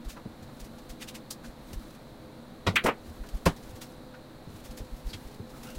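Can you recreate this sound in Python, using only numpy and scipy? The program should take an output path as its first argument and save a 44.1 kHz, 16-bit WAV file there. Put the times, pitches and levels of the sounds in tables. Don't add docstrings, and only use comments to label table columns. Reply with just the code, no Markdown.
import sys
import numpy as np
from scipy import signal
from scipy.fft import rfft, irfft, next_fast_len
from scipy.io import wavfile
from scipy.ndimage import map_coordinates

SR = 44100
rng = np.random.default_rng(int(sys.argv[2]) if len(sys.argv) > 2 else 0)


def wav_record(signal):
    frames = np.transpose(np.atleast_2d(signal))
    bounded = np.clip(frames, -1, 1)
    quanta = np.round(bounded * 32767).astype(np.int16)
    wavfile.write(sys.argv[1], SR, quanta)


N = 254898
CLOCK = np.arange(N) / SR
AGE = np.arange(SR // 2) / SR

# f/Hz, level/dB
FABRIC = [(300, -1), (1200, -1.5), (3000, 0), (5500, 0.5), (8000, -3), (15500, -8)]


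def amp(db):
    return 10 ** (np.asarray(db) / 20)


def unit(x):
    return x / np.sqrt(np.mean(x ** 2) + 1e-20)


def burst(x):
    return x / np.sqrt(np.sum(x ** 2) / (0.02 * SR) + 1e-20)


def along(points, hz):
    f, v = np.transpose(points)
    return np.interp(np.log(hz + 1), np.log(f + 1), v)


def resonance(hz, centre, width):
    return 1 / (1 + (2 * (hz - centre) / width) ** 2)


def noise(gain):
    size = next_fast_len(N)
    white = rfft(rng.standard_normal(size))
    return unit(irfft(white * gain(np.fft.rfftfreq(size, 1 / SR)), size))[:N]


def broadband(spectrum):
    return noise(lambda hz: amp(along(spectrum, hz)))


def resonant_noise(centre, width):
    return noise(lambda hz: resonance(hz, centre, width))


def coloured(x, spectrum):
    size = 2 * len(x)
    gain = amp(along(spectrum, np.fft.rfftfreq(size, 1 / SR)))
    cepstrum = irfft(np.log(gain + 1e-6))
    cepstrum[1:len(x)] *= 2
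    cepstrum[len(x) + 1:] = 0
    return irfft(rfft(x, size) * np.exp(rfft(cepstrum)))[:len(x)]


def add(track, t, sound):
    start = max(0, round(t * SR))
    part = track[start:start + len(sound)]
    part += sound[:len(part)]


def decay(t60):
    return np.exp(-np.log(1000) * AGE / t60)


def build(rise):
    return 1 - np.exp(-(AGE / rise) ** 2)


def stroke(t, swell, fade):
    return np.exp(-(np.minimum(CLOCK - t, 0) / swell) ** 2 - np.maximum(CLOCK - t, 0) / fade)


def wobble(rate):
    return map_coordinates(rng.standard_normal(int(N * rate / SR) + 4), [CLOCK * rate])


def thud(t, hz, swell):
    envelope = np.exp(-((CLOCK - t) / swell) ** 2)
    return envelope * np.sin(2 * np.pi * (hz * (CLOCK - t) + rng.random()))


def impact(spectrum, rise, length):
    # f/Hz, T60/s
    room = [(100, 0.16), (500, 0.12), (2000, 0.12), (4500, 0.11), (8000, 0.12), (15000, 0.12)]
    centres, t60s = np.transpose(room)
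    hz = np.fft.rfftfreq(len(AGE), 1 / SR)
    echoes = rfft(rng.standard_normal(len(AGE)))
    bands = [irfft(echoes * along(list(zip(centres, pick)), hz), len(AGE)) for pick in np.eye(len(room))]
    tail = sum(band * decay(t60 * length) for band, t60 in zip(bands, t60s))
    return burst(coloured(tail * build(rise), spectrum))


def ring(modes, rise):
    tones = sum(amp(db + rng.normal(0, 1)) * decay(t60) * np.sin(2 * np.pi * (hz * AGE + rng.random()))
                for hz, db, t60 in modes)
    return burst(tones * build(rise))


def as_modes(resonances):
    return [(hz, db + 20 * np.log10(width), np.log(1000) / (np.pi * width))
            for hz, width, db in resonances]


def ventilation():
    # f/Hz, level/dB
    air = [(25, -2), (60, -5), (100, -6), (135, 1.5), (170, -6.5), (250, -2.5), (400, -10.5), (560, -9),
           (850, -13), (1600, -20), (3000, -29.5), (3900, -26.5), (5500, -45), (15500, -55)]
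    # f/Hz, bandwidth/Hz, level/dB
    duct = [(230, 38, -54), (321.9, 21, -60), (416.2, 3.4, -67.5), (508.6, 5.5, -59.5), (4050, 1050, -65.5)]
    # f/Hz, level/dB
    hiss = [(1000, -21), (5000, -2.5), (9000, -3), (15500, -5.5)]
    rush = amp(-49) * broadband(air)
    hum = sum(amp(db) * resonant_noise(hz, width) for hz, width, db in duct)
    return rush + hum + amp(-66.5) * broadband(hiss)


def movement():
    # start t/s, end t/s, level/dB
    moves = [(.43, .85, -62.5), (1.667, 1.91, -58), (3.077, 3.874, -58.5), (4.55, 5.293, -58),
             (5.59, 5.75, -53)]
    swell_s, settle_s = 0.085, 0.13
    return sum(amp(db) * np.exp(-(np.minimum(CLOCK - start, 0) / swell_s) ** 2
                                - np.maximum(CLOCK - end, 0) / settle_s) for start, end, db in moves)


def clothes():
    # crest t/s, level/dB, swell/s
    brushes = [(.053, -54, .006), (.103, -44.5, .014), (.432, -55.5, .007), (.605, -47, 0.0078),
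               (.648, -52.5, 0.0045), (.787, -55, 0.0055), (0.902, -46.5, 0.0092), (1.459, -52.5, 0.02),
               (1.733, -43.5, .003), (3.29, -47.5, .003), (3.373, -54, .005), (3.568, -51, .006),
               (3.762, -52.5, .008), (3.821, -41, 0.0076), (4.657, -50, 0.014), (4.714, -52, .006),
               (4.779, -44.5, 0.0073), (5.102, -51.5, .018), (5.635, -45.5, 0.0044), (5.755, -49, 0.0065)]
    # f/Hz, level/dB
    slide = [(300, 5.5), (1400, -4.5), (3000, -8), (7000, -10), (15500, -12.5)]
    folds_per_s = 12
    brushing = sum(amp(db) * stroke(t, swell, fade=0.008 + 1.23 * swell) for t, db, swell in brushes)
    flicks = (rng.random(N) < folds_per_s / SR).astype(float)
    folds = amp(5) * signal.fftconvolve(flicks, decay(t60=0.059) * build(rise=0.0019))[:N]
    sliding = movement() * amp(2.5 * wobble(rate=35))
    rustle = np.hypot(brushing, sliding * folds) * broadband(FABRIC)
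    swish = amp(-0.66) * sliding * broadband(slide)
    return (rustle + swish) * unit(amp(0.39 * wobble(rate=600)))


def squeaks():
    # crest t/s, level/dB, swell and fade/s, f/Hz
    rubs = [(5.106, -50, 0.016, 4570), (5.55, -55, .02, 1270), (5.69, -54.5, 0.032, 1410),
            (5.7, -58, 0.065, 2780)]
    return sum(amp(db) * stroke(t, swell, fade=swell) * resonant_noise(hz, width=0.17 * hz)
               for t, db, swell, hz in rubs)


def chalk():
    # crest t/s, level/dB, swell/s, chatter f/Hz
    strokes = [(1.03, -41, 0.02, 2250), (1.091, -41, 0.014, 2770), (1.157, -41.5, .011, 2200),
               (1.31, -33.5, 0.0042, 4570)]
    # f/Hz, level/dB
    scratch = [(500, 23), (2000, 0.5), (5500, -5), (8000, -8), (12000, -12), (15500, -15)]
    out = np.zeros(N)
    for t, db, swell, chatter_hz in strokes:
        chatter = lambda hz: 1 + 0.41 * resonance(hz, chatter_hz, width=290)
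        highpass = lambda hz: hz ** 6 / (hz ** 6 + (0.75 * chatter_hz) ** 6)
        grit = noise(lambda hz: amp(along(scratch, hz)) * chatter(hz) * highpass(hz))
        shaft = amp(-15) * resonant_noise(1100, width=1600)
        out += amp(db) * stroke(t, swell, fade=0.013) * (grit + shaft)
    return out * unit(amp(0.76 * wobble(rate=500)))


def handling():
    # t/s, level/dB, centre f/Hz
    bumps = [(.253, -37.5, 216), (.415, -46, 130), (1.726, -45, 168), (2.736, -36.5, 159),
             (3.723, -47, 130), (4.469, -43, 130), (4.535, -47, 130), (4.798, -44.5, 265),
             (5.139, -46, 180), (5.393, -40.5, 190)]
    # t/s, level/dB, centre f/Hz
    clicks = [(.161, -47, 991), (.482, -56.5, 800), (1.437, -52, 1494), (3.234, -53.5, 1460),
              (4.136, -51, 1440), (5.128, -42, 3300)]
    slate_hz = 96
    out = np.zeros(N)
    for t, db, hz in bumps:
        dull = [(hz / 4, -14), (hz * 0.35, 0), (hz * 1.4, -1),
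                (hz * 3, -12), (hz * 6, -29), (hz * 60, -60)]
        add(out, t, amp(db) * impact(dull, rise=0.0028, length=0.63))
        add(out, t, amp(-43) * ring([(slate_hz, 0, 0.14)], rise=0.0084))
    for t, db, hz in clicks:
        hard = [(hz / 4, -11), (hz * 0.77, -2), (hz * 1.18, 0),
                (hz * 2, -10), (hz * 5, -23), (hz * 10, -37)]
        add(out, t, amp(db) * impact(hard, rise=0.0082, length=0.79))
        add(out, t, amp(db - 6) * ring([(hz, 0, 0.09)], rise=0.0053))
    return out


def footsteps():
    # crest t/s, peak level/dB
    footfalls = [(.076, -28.5), (.632, -36), (0.912, -36), (1.492, -38), (1.778, -28), (3.215, -30),
                 (3.352, -22.5), (4.705, -34.5), (4.817, -33), (4.937, -30), (5.071, -25), (5.264, -35),
                 (5.777, -32)]
    floor_hz = 38.5
    steps = sum(amp(db) * thud(t, floor_hz, swell=0.014) for t, db in footfalls)
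    sway = amp(1) * movement() * resonant_noise(floor_hz, width=25)
    return steps + sway


def knock():
    # f/Hz, level/dB
    frame = [(40, 0), (170, -1), (530, -6), (830, -6.5), (1200, -7.5), (2300, -16.5), (2700, -16.5),
             (4500, -21.5), (8000, -31), (15500, -47)]
    # f/Hz, bandwidth/Hz, level/dB
    frame_ring = [(182, 16, 1.5), (393, 11, 0.5), (520, 29, -1), (682, 23, -5.5), (910, 13, -21),
                  (1050, 62, -4.5), (1270, 32, -25), (1460, 79, -13), (1750, 90, -18), (2607, 62, -23)]
    scuff = [(200, 10), (1500, 3), (6000, -2), (10000, -5), (15500, -12)]
    out = np.zeros(N)
    add(out, 3.4535, amp(-29) * impact(scuff, rise=0.0052, length=0.76))
    add(out, 3.459, amp(-21.5) * impact(frame, rise=0.0065, length=0.98))
    add(out, 3.461, amp(-18.5) * ring(as_modes(frame_ring), rise=0.0033) * decay(0.26))
    add(out, 3.475, amp(-24.5) * ring([(166, 0, 0.07), (305, -1, 0.032)], rise=0.0012))
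    add(out, 3.463, amp(-24.5) * ring([(73, 0, 0.055)], rise=0.0069))
    return out


def pocket():
    # t/s, liner level/dB, throat level/dB, scrape level/dB
    contacts = [(2.836, -37, -41, -39), (2.845, -25.5, -50, -63), (2.857, -38, -19.5, -36),
                (2.880, -29.5, -23, -65)]
    # f/Hz, level/dB
    liner = [(40, -6), (150, -3), (325, 6), (700, 5.5), (950, -24), (1600, -13), (2400, -33), (7000, -35),
             (15500, -39)]
    # f/Hz, level/dB, T60/s
    hollow = [(378, 7.5, 0.072), (425, 0, 0.075), (497, -5, 0.085), (600, 1, 0.12), (683, 0, 0.055)]
    # f/Hz, level/dB
    throat = [(71, -36), (120, -16), (415, -1), (676, -3), (899, -2.5), (1270, -5), (1720, -9.5),
              (1990, -6), (3050, -15), (3810, -27), (15500, -56)]
    # f/Hz, bandwidth/Hz, level/dB
    pocket_ring = [(874, 160, 3), (1042, 32, 3.5), (1294, 45, -5), (1980, 60, -3), (2180, 18, -1),
                   (2290, 23, -8), (2480, 32, -4), (3030, 32, -8)]
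    out = np.zeros(N)
    for t, liner_db, throat_db, scrape_db in contacts:
        thump = impact(liner, rise=0.0049, length=0.4) + amp(-5) * ring(hollow, rise=0.0037)
        rap = amp(-3) * impact(throat, rise=0.0074, length=1)
        rap += amp(-10.5) * ring(as_modes(pocket_ring), rise=0.0029)
        scrape = impact(FABRIC, rise=0.0061, length=0.71)
        add(out, t, amp(liner_db) * thump + amp(throat_db) * rap + amp(scrape_db) * scrape)
    return out + amp(-38) * thud(3.7, hz=55, swell=0.0064)


def shot():
    # f/Hz, level/dB
    tip = [(88, -20), (150, -4), (894, -13.5), (1040, -10.5), (1510, -15.5), (1700, -31), (1910, -16),
           (2650, -22.5), (3910, -19), (4220, -24), (15500, -50)]
    # f/Hz, bandwidth/Hz, level/dB
    shaft = [(460, 150, 5), (1010, 130, -4), (1303, 72, -4), (1922, 45, -6), (2450, 64, -8),
             (2930, 140, -15), (3350, 53, -7), (3850, 47, -6.5), (5040, 24, -14)]
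    # f/Hz, level/dB
    clack = [(180, -16), (300, -10), (600, -20), (1460, -2.5), (2140, 0), (2360, 3), (2740, -4),
             (3340, -4.5), (4650, -24.5), (5210, -34), (5660, -33), (6360, -34), (13400, -39), (14800, -35),
             (15500, -40)]
    # f/Hz, level/dB, T60/s
    clack_ring = [(1120, -8, 0.058), (1350, -17, 0.1), (1720, 3, 0.1), (2410, 7.5, 0.06), (2640, -4, 0.11),
                  (3120, 9, 0.054), (3280, -8, 0.16)]
    resin_tick = [(1000, -5), (6000, 2.5), (13000, -12), (14500, -7), (15500, -3.5)]
    out = np.zeros(N)
    add(out, 2.6635, amp(-22) * impact(tip, rise=0.0062, length=1.03))
    add(out, 2.665, amp(-29.5) * ring(as_modes(shaft), rise=0.007))
    add(out, 2.668, amp(-24) * ring([(97.5, 0, 0.19)], rise=0.0064))
    add(out, 2.754, amp(-19.5) * impact(clack, rise=0.011, length=0.9))
    add(out, 2.757, amp(-29.5) * ring(clack_ring, rise=0.0028))
    add(out, 2.754, amp(-33.5) * impact(resin_tick, rise=0.013, length=0.27))
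    return out + amp(-39) * thud(3.1, hz=78, swell=0.026)


def scene():
    table = shot() + pocket() + knock()
    player = footsteps() + handling() + chalk() + squeaks() + clothes()
    return (table + player + ventilation())[None]


def record(dry):
    cutoff_hz = 15800
    size = next_fast_len(N + SR // 2)
    passband = np.fft.rfftfreq(size, 1 / SR) < cutoff_hz
    return irfft(rfft(dry, size) * passband, size)[:, :N]


dry = scene()
out = record(dry)
wav_record(out)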